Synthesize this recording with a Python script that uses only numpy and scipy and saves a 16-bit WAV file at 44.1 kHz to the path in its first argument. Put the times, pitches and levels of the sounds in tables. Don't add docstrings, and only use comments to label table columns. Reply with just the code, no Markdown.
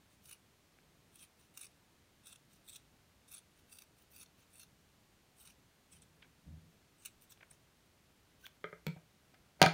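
import sys
import numpy as np
from scipy import signal
from scipy.fft import rfft, irfft
from scipy.io import wavfile

SR = 44100
rng = np.random.default_rng(int(sys.argv[2]) if len(sys.argv) > 2 else 0)


def output_pcm(signal):
    pcm = np.clip(np.atleast_2d(signal).T, -1, 1) * 32767
    wavfile.write(sys.argv[1], SR, np.round(pcm).astype(np.int16))


def voltage_ratio(decibels):
    exponent = np.asarray(decibels, float) / 20
    return 10 ** exponent


N = 429093

# start in seconds, peak in dB.
BUNDLES = [(0.2546, -45.5), (0.292, -44), (0.31, -44), (0.3244, -48), (1.1555, -47), (1.5726, -35),
           (1.611, -37), (1.6432, -49), (1.665, -45.5), (2.2676, -38), (2.326, -43), (2.357, -45.5),
           (2.6933, -40.5), (2.7574, -43), (3.3243, -43), (3.3472, -46), (3.7257, -46.5), (3.785, -39),
           (3.8187, -40), (4.162, -40.5), (4.2285, -42), (4.2587, -48), (4.595, -41.5), (4.6306, -44.5),
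           (5.4526, -48), (5.472, -45), (7.0495, -41), (7.056, -35), (7.319, -46), (7.5096, -48)]
# pitch in Hz, width in Hz, level in dB.
LOW_MODES = [(1320, 610, -6), (1650, 180, -6.5), (2510, 530, -1.5), (2684, 200, 6), (3690, 810, 1),
             (4520, 430, -4), (5680, 1700, 0), (6500, 1800, -4), (7440, 240, -12)]
EDGE_MODES = [(8040, 930, -5.5), (9140, 1050, 1), (9910, 670, -5), (10780, 420, -3.5), (11280, 400, -12)]
HISS_MODES = [(11870, 890, -7.5), (14200, 990, -8), (15000, 1100, -6), (16500, 400, -1)]
# time in seconds, gain of the fibre hiss in dB, ring of the free edge in Hz.
FACING = [(0.3, 0, 9540), (1.2, 1, 9450), (1.6, -1, 9540), (2.3, -3, 9470), (2.7, 3, 8400),
          (3.35, -0.5, 9660), (3.8, 2.5, 9160), (4.2, 4, 10030), (4.6, 3, 10550), (5.45, 2, 8900),
          (5.95, -9, 8700), (7.05, -3, 8930), (7.22, 8, 9500), (7.31, 5, 8500), (7.53, 0, 9200),
          (8.45, 5, 10600)]
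EDGE_FACING_SHARE = -0.24


def scissors():
    time_s = np.arange(N) / SR
    all_strokes = strokes()
    low_level, edge_level, hiss_level = np.zeros((3, N))
    for rows in all_strokes:
        shear_db = in_time(rows, column=1)
        low_level += voltage_ratio(shear_db)
        edge_level += voltage_ratio(shear_db + in_time(rows, column=2))
        hiss_level += voltage_ratio(shear_db + in_time(rows, column=3))

    path = np.concatenate([rows[1:3] for rows in all_strokes])
    low_hz = np.interp(time_s, path[:, 0], path[:, 4])
    climb = np.interp(time_s, path[:, 0], path[:, 5])
    held_s, held_db, held_hz = np.transpose(FACING)
    facing_db = np.interp(time_s, held_s, held_db)
    edge_hz = np.interp(time_s, held_s, held_hz) * climb

    bundle_s, peak_db = np.transpose(BUNDLES)
    starts = np.zeros(N)
    starts[np.round(bundle_s * SR).astype(int)] = voltage_ratio(peak_db - 7.5)
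    t = np.arange(SR // 40) / SR
    swell = signal.fftconvolve(starts, (t / 0.0037 * np.exp(1 - t / 0.0027)) ** 2)[:N]
    steady = np.sqrt(low_level ** 2 + edge_level ** 2 + hiss_level ** 2) + 1e-7
    uneven = voltage_ratio(2.8 * drift(90))
    effort = voltage_ratio(-1.5) * uneven + swell / steady

    threads = grit(per_s=9000, spread_db=2.0)
    low = resonate(threads, LOW_MODES, wander_db=3.0, rate_hz=12.5)
    low = low + 0.61 * glide(threads, low_hz, width_hz=165)
    edge = resonate(threads, EDGE_MODES, wander_db=5.0, rate_hz=46)
    edge = edge + 0.66 * glide(threads, edge_hz, width_hz=210)
    hiss = resonate(threads, HISS_MODES, wander_db=3.5, rate_hz=15)
    low = voltage_ratio(-1.5) * low_level * low
    edge = voltage_ratio(0.5 + EDGE_FACING_SHARE * facing_db) * edge_level * edge
    hiss = voltage_ratio(facing_db) * hiss_level * hiss
    return effort * (low + edge + hiss)


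# bite in seconds, length in seconds, shear in dB at the end,
# growth in dB over the stroke, low ring in Hz at the bite.
CUTS = [(0.258, 0.077, -58, 13.5, 3030), (1.155, 0.081, -58.5, 13.5, 3380), (1.577, 0.076, -61, 2.5, 2800),
        (2.271, 0.071, -65, -1, 3700), (2.686, 0.082, -61, 6, 3700), (3.313, 0.069, -60, 6.5, 3700),
        (3.731, 0.099, -65.5, 1.5, 4860), (4.143, 0.076, -57, 12, 4720), (4.547, 0.087, -62.5, 8, 4460),
        (5.408, 0.1, -65, 5.5, 3070), (5.929, 0.043, -68, 1.5, 3300), (6.021, 0.0085, -69, 0, 3530),
        (7.005, 0.044, -72, 0.5, 2860), (7.057, 0.015, -57.5, 0.5, 2940), (7.307, .024, -68.5, -3, 3800)]
# start in seconds, length in seconds, level in dB at the end,
# growth in dB, brightness in dB.
SLIDES = [(0.11, 0.039, -75, 5, -1), (1.396, 0.057, -74.5, 1, -1), (2.517, 0.047, -70.5, 3.5, -2.5),
          (3.575, 0.027, -76, 1, -1.5), (3.988, .04, -74, -0.5, -0.5), (4.392, 0.041, -71, 2, -3),
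          (7.218, .022, -73.5, 0, 1.5), (7.512, .03, -75, 0, 0), (8.413, 0.049, -58, 16, -3.5)]
CUT_EDGE_DB, CUT_HISS_DB = (2.5, 0), (1, -8)
SLIDE_EDGE_DB, SLIDE_HISS_DB = (3.5, 0), (-2, -4)
RING_SAG, SLIDE_RING_HZ = 0.937, 3050


def strokes():
    all_strokes = []
    for *row, hz in CUTS:
        all_strokes.append(stroke(*row, CUT_EDGE_DB, CUT_HISS_DB, (hz, hz * RING_SAG)))
    for *row, bright_db in SLIDES:
        edge_db = np.add(SLIDE_EDGE_DB, 2.8 * bright_db)
        hiss_db = np.add(SLIDE_HISS_DB, bright_db)
        all_strokes.append(stroke(*row, edge_db, hiss_db, [SLIDE_RING_HZ] * 2))
    return sorted(all_strokes, key=lambda rows: rows[1][0])


BITE_SHARE, BITE_DB = 0.51, 11.5
LET_GO_S, LET_GO_DB = 0.029, 27
EDGE_CLIMB = (0.92, 1.027)


def stroke(s, length_s, end_db, growth_db, edge_db, hiss_db, low_hz):
    bite, end = ([edge_db[k], hiss_db[k], low_hz[k], EDGE_CLIMB[k]] for k in range(2))
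    bite_db, end_s = end_db - growth_db, s + length_s
    return [(s - BITE_SHARE * length_s, bite_db - BITE_DB, *bite), (s, bite_db, *bite),
            (end_s, end_db, *end), (end_s + LET_GO_S, end_db - LET_GO_DB, *end)]


def grit(per_s, spread_db):
    sizes = voltage_ratio(spread_db * np.minimum(rng.exponential(1, N), 4)) * rng.choice([-1, 1], N)
    return sizes * (rng.random(N) < per_s / SR)


def resonate(x, modes, wander_db, rate_hz):
    out = 0
    for k, (hz, width_hz, level_db) in enumerate(modes):
        ring = peak(peak(x, hz, width_hz), hz, width_hz)
        out = out + (-1) ** k * voltage_ratio(level_db + wander_db * drift(rate_hz)) * ring
    return rms_one(out)


def glide(x, hz, width_hz):
    turn = np.exp(2j * np.pi * np.cumsum(hz) / SR)
    r = np.exp(-np.pi * width_hz / SR)
    return rms_one((turn * signal.lfilter([1], [1, -r], x / turn)).real)


def peak(x, hz, width_hz):
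    r = np.exp(-np.pi * width_hz / SR)
    poles = [1, -2 * r * np.cos(2 * np.pi * hz / SR), r * r]
    return signal.lfilter([1, 0, -1], poles, x) * (1 - r * r) / 2


def drift(rate_hz):
    r = np.exp(-2 * np.pi * rate_hz / SR)
    slow = signal.lfilter([1], [1, -2 * r, r * r], rng.standard_normal(N + SR))
    return rms_one(slow[SR:])


def in_time(rows, column):
    rows = np.array(rows)
    return np.interp(np.arange(N) / SR, rows[:, 0], rows[:, column], left=-150, right=-150)


def rms_one(x):
    return x / np.sqrt(np.mean(x ** 2) + 1e-20)


# time in seconds, pitch in Hz, level in dB.
SQUEAK = [
    (8.432, 1500, -75),
    (8.445, 1530, -52),
    (8.452, 1600, -56),
    (8.4545, 2400, -62),
    (8.457, 3300, -47),
    (8.4615, 3550, -52),
    (8.464, 3550, -75),
]


def pivot():
    turns = np.cumsum(np.maximum(in_time(SQUEAK, column=1), 0)) / SR
    tone = np.sin(2 * np.pi * turns) + 0.072 * np.sin(4 * np.pi * turns)
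    return voltage_ratio(in_time(SQUEAK, column=2)) * tone


# time in seconds, boom, board, body and crack peaks in dB.
DROP = [
    (9.616, -20.5, -8, -11, -10.5),
    (9.637, -24, -12.5, -17, -45),
]
CLACKS = [
    (9.6255, -39.5, -38, -17, -10.5),
    (9.6595, -25, -20.5, -19.5, -21.5),
]
TOUCHES = [
    (8.963, -49.5, -51, -60, -77),
    (9.338, -88, -57.5, -57, -61),
    (9.594, -66, -54, -53, -61),
    (9.602, -54, -50, -50, -61),
]
# pitch in Hz, level in dB, T60 in seconds.
STEEL_ON_WOOD = [(164.9, 0, 0.2), (587, -5.5, 0.036), (740, 4, 0.015), (810, -6.5, 0.066),
                 (942, -4.5, 0.044), (1254, -2, 0.031), (1573, 3, 0.02), (2080, 5.5, 0.011),
                 (2374, -0.5, 0.026), (3002, 7.5, 0.0033), (3700, 3, 0.0057), (4400, 3, 0.0044),
                 (5200, -0.5, .007), (5320, 4, 0.0017), (6900, -3, 0.0039), (8800, -5.5, 0.0024),
                 (16140, -12, .004)]


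def dropped_scissors():
    contacts = timed(TOUCHES, contact_ms=2.8) + timed(DROP, contact_ms=0.5) + timed(CLACKS, contact_ms=1.3)
    return knocks(contacts, STEEL_ON_WOOD, bare=0.31)


# time in seconds, boom, board, body and crack peaks in dB.
HANDLE_TAPS = [
    (8.866, -33.5, -36.5, -31.5, -32.5),
    (8.88, -32, -44, -39.5, -49),
]
# pitch in Hz, level in dB, T60 in seconds.
HANDLE = [(146, 1.5, 0.19), (173, 12.5, 0.18), (473, -10.5, 0.027), (954, -6.5, 0.046), (1420, -1.5, 0.011),
          (2290, 2.5, 0.025), (2800, -1.5, 0.0045), (3300, 0, 0.0073), (4390, -1, 0.0087),
          (5200, -7, 0.0078), (7960, -9.5, 0.0044), (11000, -9, 0.0042), (15000, -2, 0.0033)]


def handle():
    return knocks(timed(HANDLE_TAPS, contact_ms=0.58), HANDLE)


# time in seconds, boom, board, body and crack peaks in dB.
SPOOL_TAPS = [
    (8.641, -51.5, -36, -32.5, -44.5),
    (8.727, -54.5, -43.5, -42, -68),
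]
# pitch in Hz, level in dB, T60 in seconds.
SPOOL = [(171, 0, 0.19), (425, -5, 0.067), (606, -3, 0.044), (980, -5.5, 0.03), (1234, 3, 0.043),
         (1410, 6, 0.019), (1590, 6, 0.021), (2090, 9, 0.018), (2360, -3, 0.026), (3150, 32, 0.0097),
         (4300, 12, .005), (5500, -8, 0.0061)]


def spool():
    return knocks(timed(SPOOL_TAPS, contact_ms=0.48), SPOOL, top_hz=5940)


# time in seconds, contact in ms, board, body and crack peaks in dB.
BRUSHES = [
    (.786, 0.67, -65, -57, -66),
    (6.22, 3.2, -85, -51, -52.5),
    (6.239, 3.2, -78, -61, -80),
    (7.373, 0.98, -65, -64, -58.5),
    (7.404, 4.3, -63, -54, -63),
    (7.42, 6.1, -63, -61, -76),
    (7.426, 2.1, -64, -48, -63),
    (7.511, 2.8, -65, -61.5, -79),
    (8.465, 0.69, -63, -43, -41),
    (8.566, 2.2, -77, -67, -87),
]
# pitch in Hz, level in dB, T60 in seconds.
CLOTH = [(160, 0, .1), (696, -8, 0.016), (1090, -4.5, 0.0078), (1500, 1, 0.011), (2310, 4.5, 0.0058),
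         (3210, 5, 0.0033), (5660, -28, .004)]


def brushes():
    silent_db = -95
    contacts = [(s, contact_ms, silent_db, *db) for s, contact_ms, *db in BRUSHES]
    cloth = knocks(contacts[:8], CLOTH, count=1, top_hz=5100, bare=0.66)
    return cloth + knocks(contacts[8:], CLOTH, count=1)


def timed(taps, contact_ms):
    return [(s, contact_ms, *levels_db) for s, *levels_db in taps]


GROUP_FEET_HZ = [130, 400, 1050, 3000]


def knocks(contacts, modes, count=2, top_hz=19000, bare=1.24):
    out = np.zeros(N + SR)
    t = np.arange(SR // 2) / SR
    hz, mode_db, t60_s = np.transpose(modes)[:, :, None]
    group = np.searchsorted(GROUP_FEET_HZ, hz[:, 0]) - 1
    signs = (-1) ** np.arange(len(modes))[:, None]
    luck = rng.standard_normal((len(contacts), len(modes), 1))
    bounces = rng.uniform(.05, .6, (len(contacts), 6))
    for (s, contact_ms, *group_db), own, shares in zip(contacts, luck, bounces):
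        rings = signs * voltage_ratio(mode_db + 1.5 * own - 60 * t / t60_s) * np.sin(2 * np.pi * hz * t)
        steps = t[:SR // 20] * 1000 / contact_ms
        push = steps * np.exp(-steps)
        rattle = chatter(contact_ms, shares, size=SR // 20)
        for k, level_db in enumerate(group_db):
            pushed = k < count
            body = rings[group == k].sum(axis=0)
            body[0] = 0 if pushed else bare
            sound = signal.fftconvolve(body, push if pushed else rattle)[:len(t)]
            foot = signal.butter(3, .75 * GROUP_FEET_HZ[k], "high", fs=SR, output="sos")
            sound = signal.sosfilt(foot, sound)
            sound = signal.sosfilt(signal.butter(4, top_hz, fs=SR, output="sos"), sound)
            out[round(s * SR):][:len(t)] += voltage_ratio(level_db) * sound / np.abs(sound).max()
    return out[:N]


def chatter(contact_ms, shares, size):
    rattle = signal.unit_impulse(size)
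    for share in shares:
        echo = np.zeros(2 + int(share * contact_ms * SR / 1000))
        echo[[0, -1]] = 1, -.6
        rattle = signal.lfilter(echo[::-1], echo, rattle)
    return rattle


# start in seconds, press in seconds, peak in dB, hold in seconds,
# release in seconds over 30 dB.
LEANS = [
    (4.742, 0.066, -72, .005, 0.7),
    (5.874, 0.044, -67, .1, 1),
    (6.454, 0.011, -50.5, 0.081, 0.23),
    (6.72, .026, -63, .003, .06),
]
# pitch in Hz, width in Hz, level in dB.
FRAME = [(81.3, 22, 8), (162.6, 35, 6.5), (260, 120, -14), (564, 310, -27)]


def table_frame():
    push = 0
    for s, press_s, db, hold_s, release_s in LEANS:
        pressed_s = s + press_s
        held_s = pressed_s + hold_s
        rows = [(s, db - 20), (pressed_s, db), (held_s, db - 2), (held_s + release_s, db - 30)]
        push = push + voltage_ratio(in_time(rows, column=1))
    return push * resonate(rng.standard_normal(N), FRAME, wander_db=1.0, rate_hz=8)


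def room(x):
    t60_s, dull_hz = 0.26, 6000
    t = np.arange(SR // 2) / SR
    echoes = rng.standard_normal(len(t)) * voltage_ratio(-60 * t / t60_s) * np.minimum(t / 0.0005, 1)
    echoes = signal.sosfilt(signal.butter(1, dull_hz, fs=SR, output="sos"), echoes)
    echoes = signal.sosfilt(signal.butter(2, 380, "high", fs=SR, output="sos"), echoes)
    return signal.fftconvolve(x, echoes / np.sqrt(np.sum(echoes ** 2)))[:N]


# pitch in Hz, level in dB per Hz.
HUSH = [(13, -64), (22, -3), (32, -11.5), (59, 0.5), (160, -1.5), (539, -10.5), (988, -13.5), (1130, -14),
        (2260, -15.5), (4500, -18.5), (4890, -20), (6620, -21), (10600, -24), (14700, -27), (16000, -30)]
HUSH_DB = -69


def hush():
    hz = np.maximum(np.arange(N // 2 + 1) * SR / N, 1)
    points = np.array(HUSH)
    shape = voltage_ratio(np.interp(np.log(hz), np.log(points[:, 0]), points[:, 1]))
    noise = irfft(rfft(rng.standard_normal(N)) * shape, N)
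    rumble = signal.sosfiltfilt(signal.butter(2, 400, fs=SR, output="sos"), noise)
    return voltage_ratio(HUSH_DB) * rms_one(noise - rumble + rumble * voltage_ratio(1.0 * drift(9.8)))


def scene():
    blades = scissors() + pivot() + brushes()
    blows = dropped_scissors() + handle() + spool()
    faint = blades + room(voltage_ratio(-17.5) * blades) + table_frame() + hush()
    faint = signal.sosfilt(signal.ellip(10, .3, 60, 15830, fs=SR, output="sos"), faint)
    return (faint + blows + room(voltage_ratio(-10.0) * blows))[None]


def band_limit(x):
    return signal.sosfilt(signal.butter(12, 16810, fs=SR, output="sos"), x)


# pitch in Hz, width in Hz, depth from 0 to 1.
HOUSING = [(4650, 360, 0.01), (7700, 510, 0.16), (10440, 560, 0.35)]


def record(dry):
    for hz, width_hz, depth in HOUSING:
        dry = dry - depth * peak(dry, hz, width_hz)
    dry = signal.sosfilt(signal.cheby2(10, 50, 17000, fs=SR, output="sos"), dry)
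    return band_limit(dry)


dry = scene()
out = record(dry)
output_pcm(out)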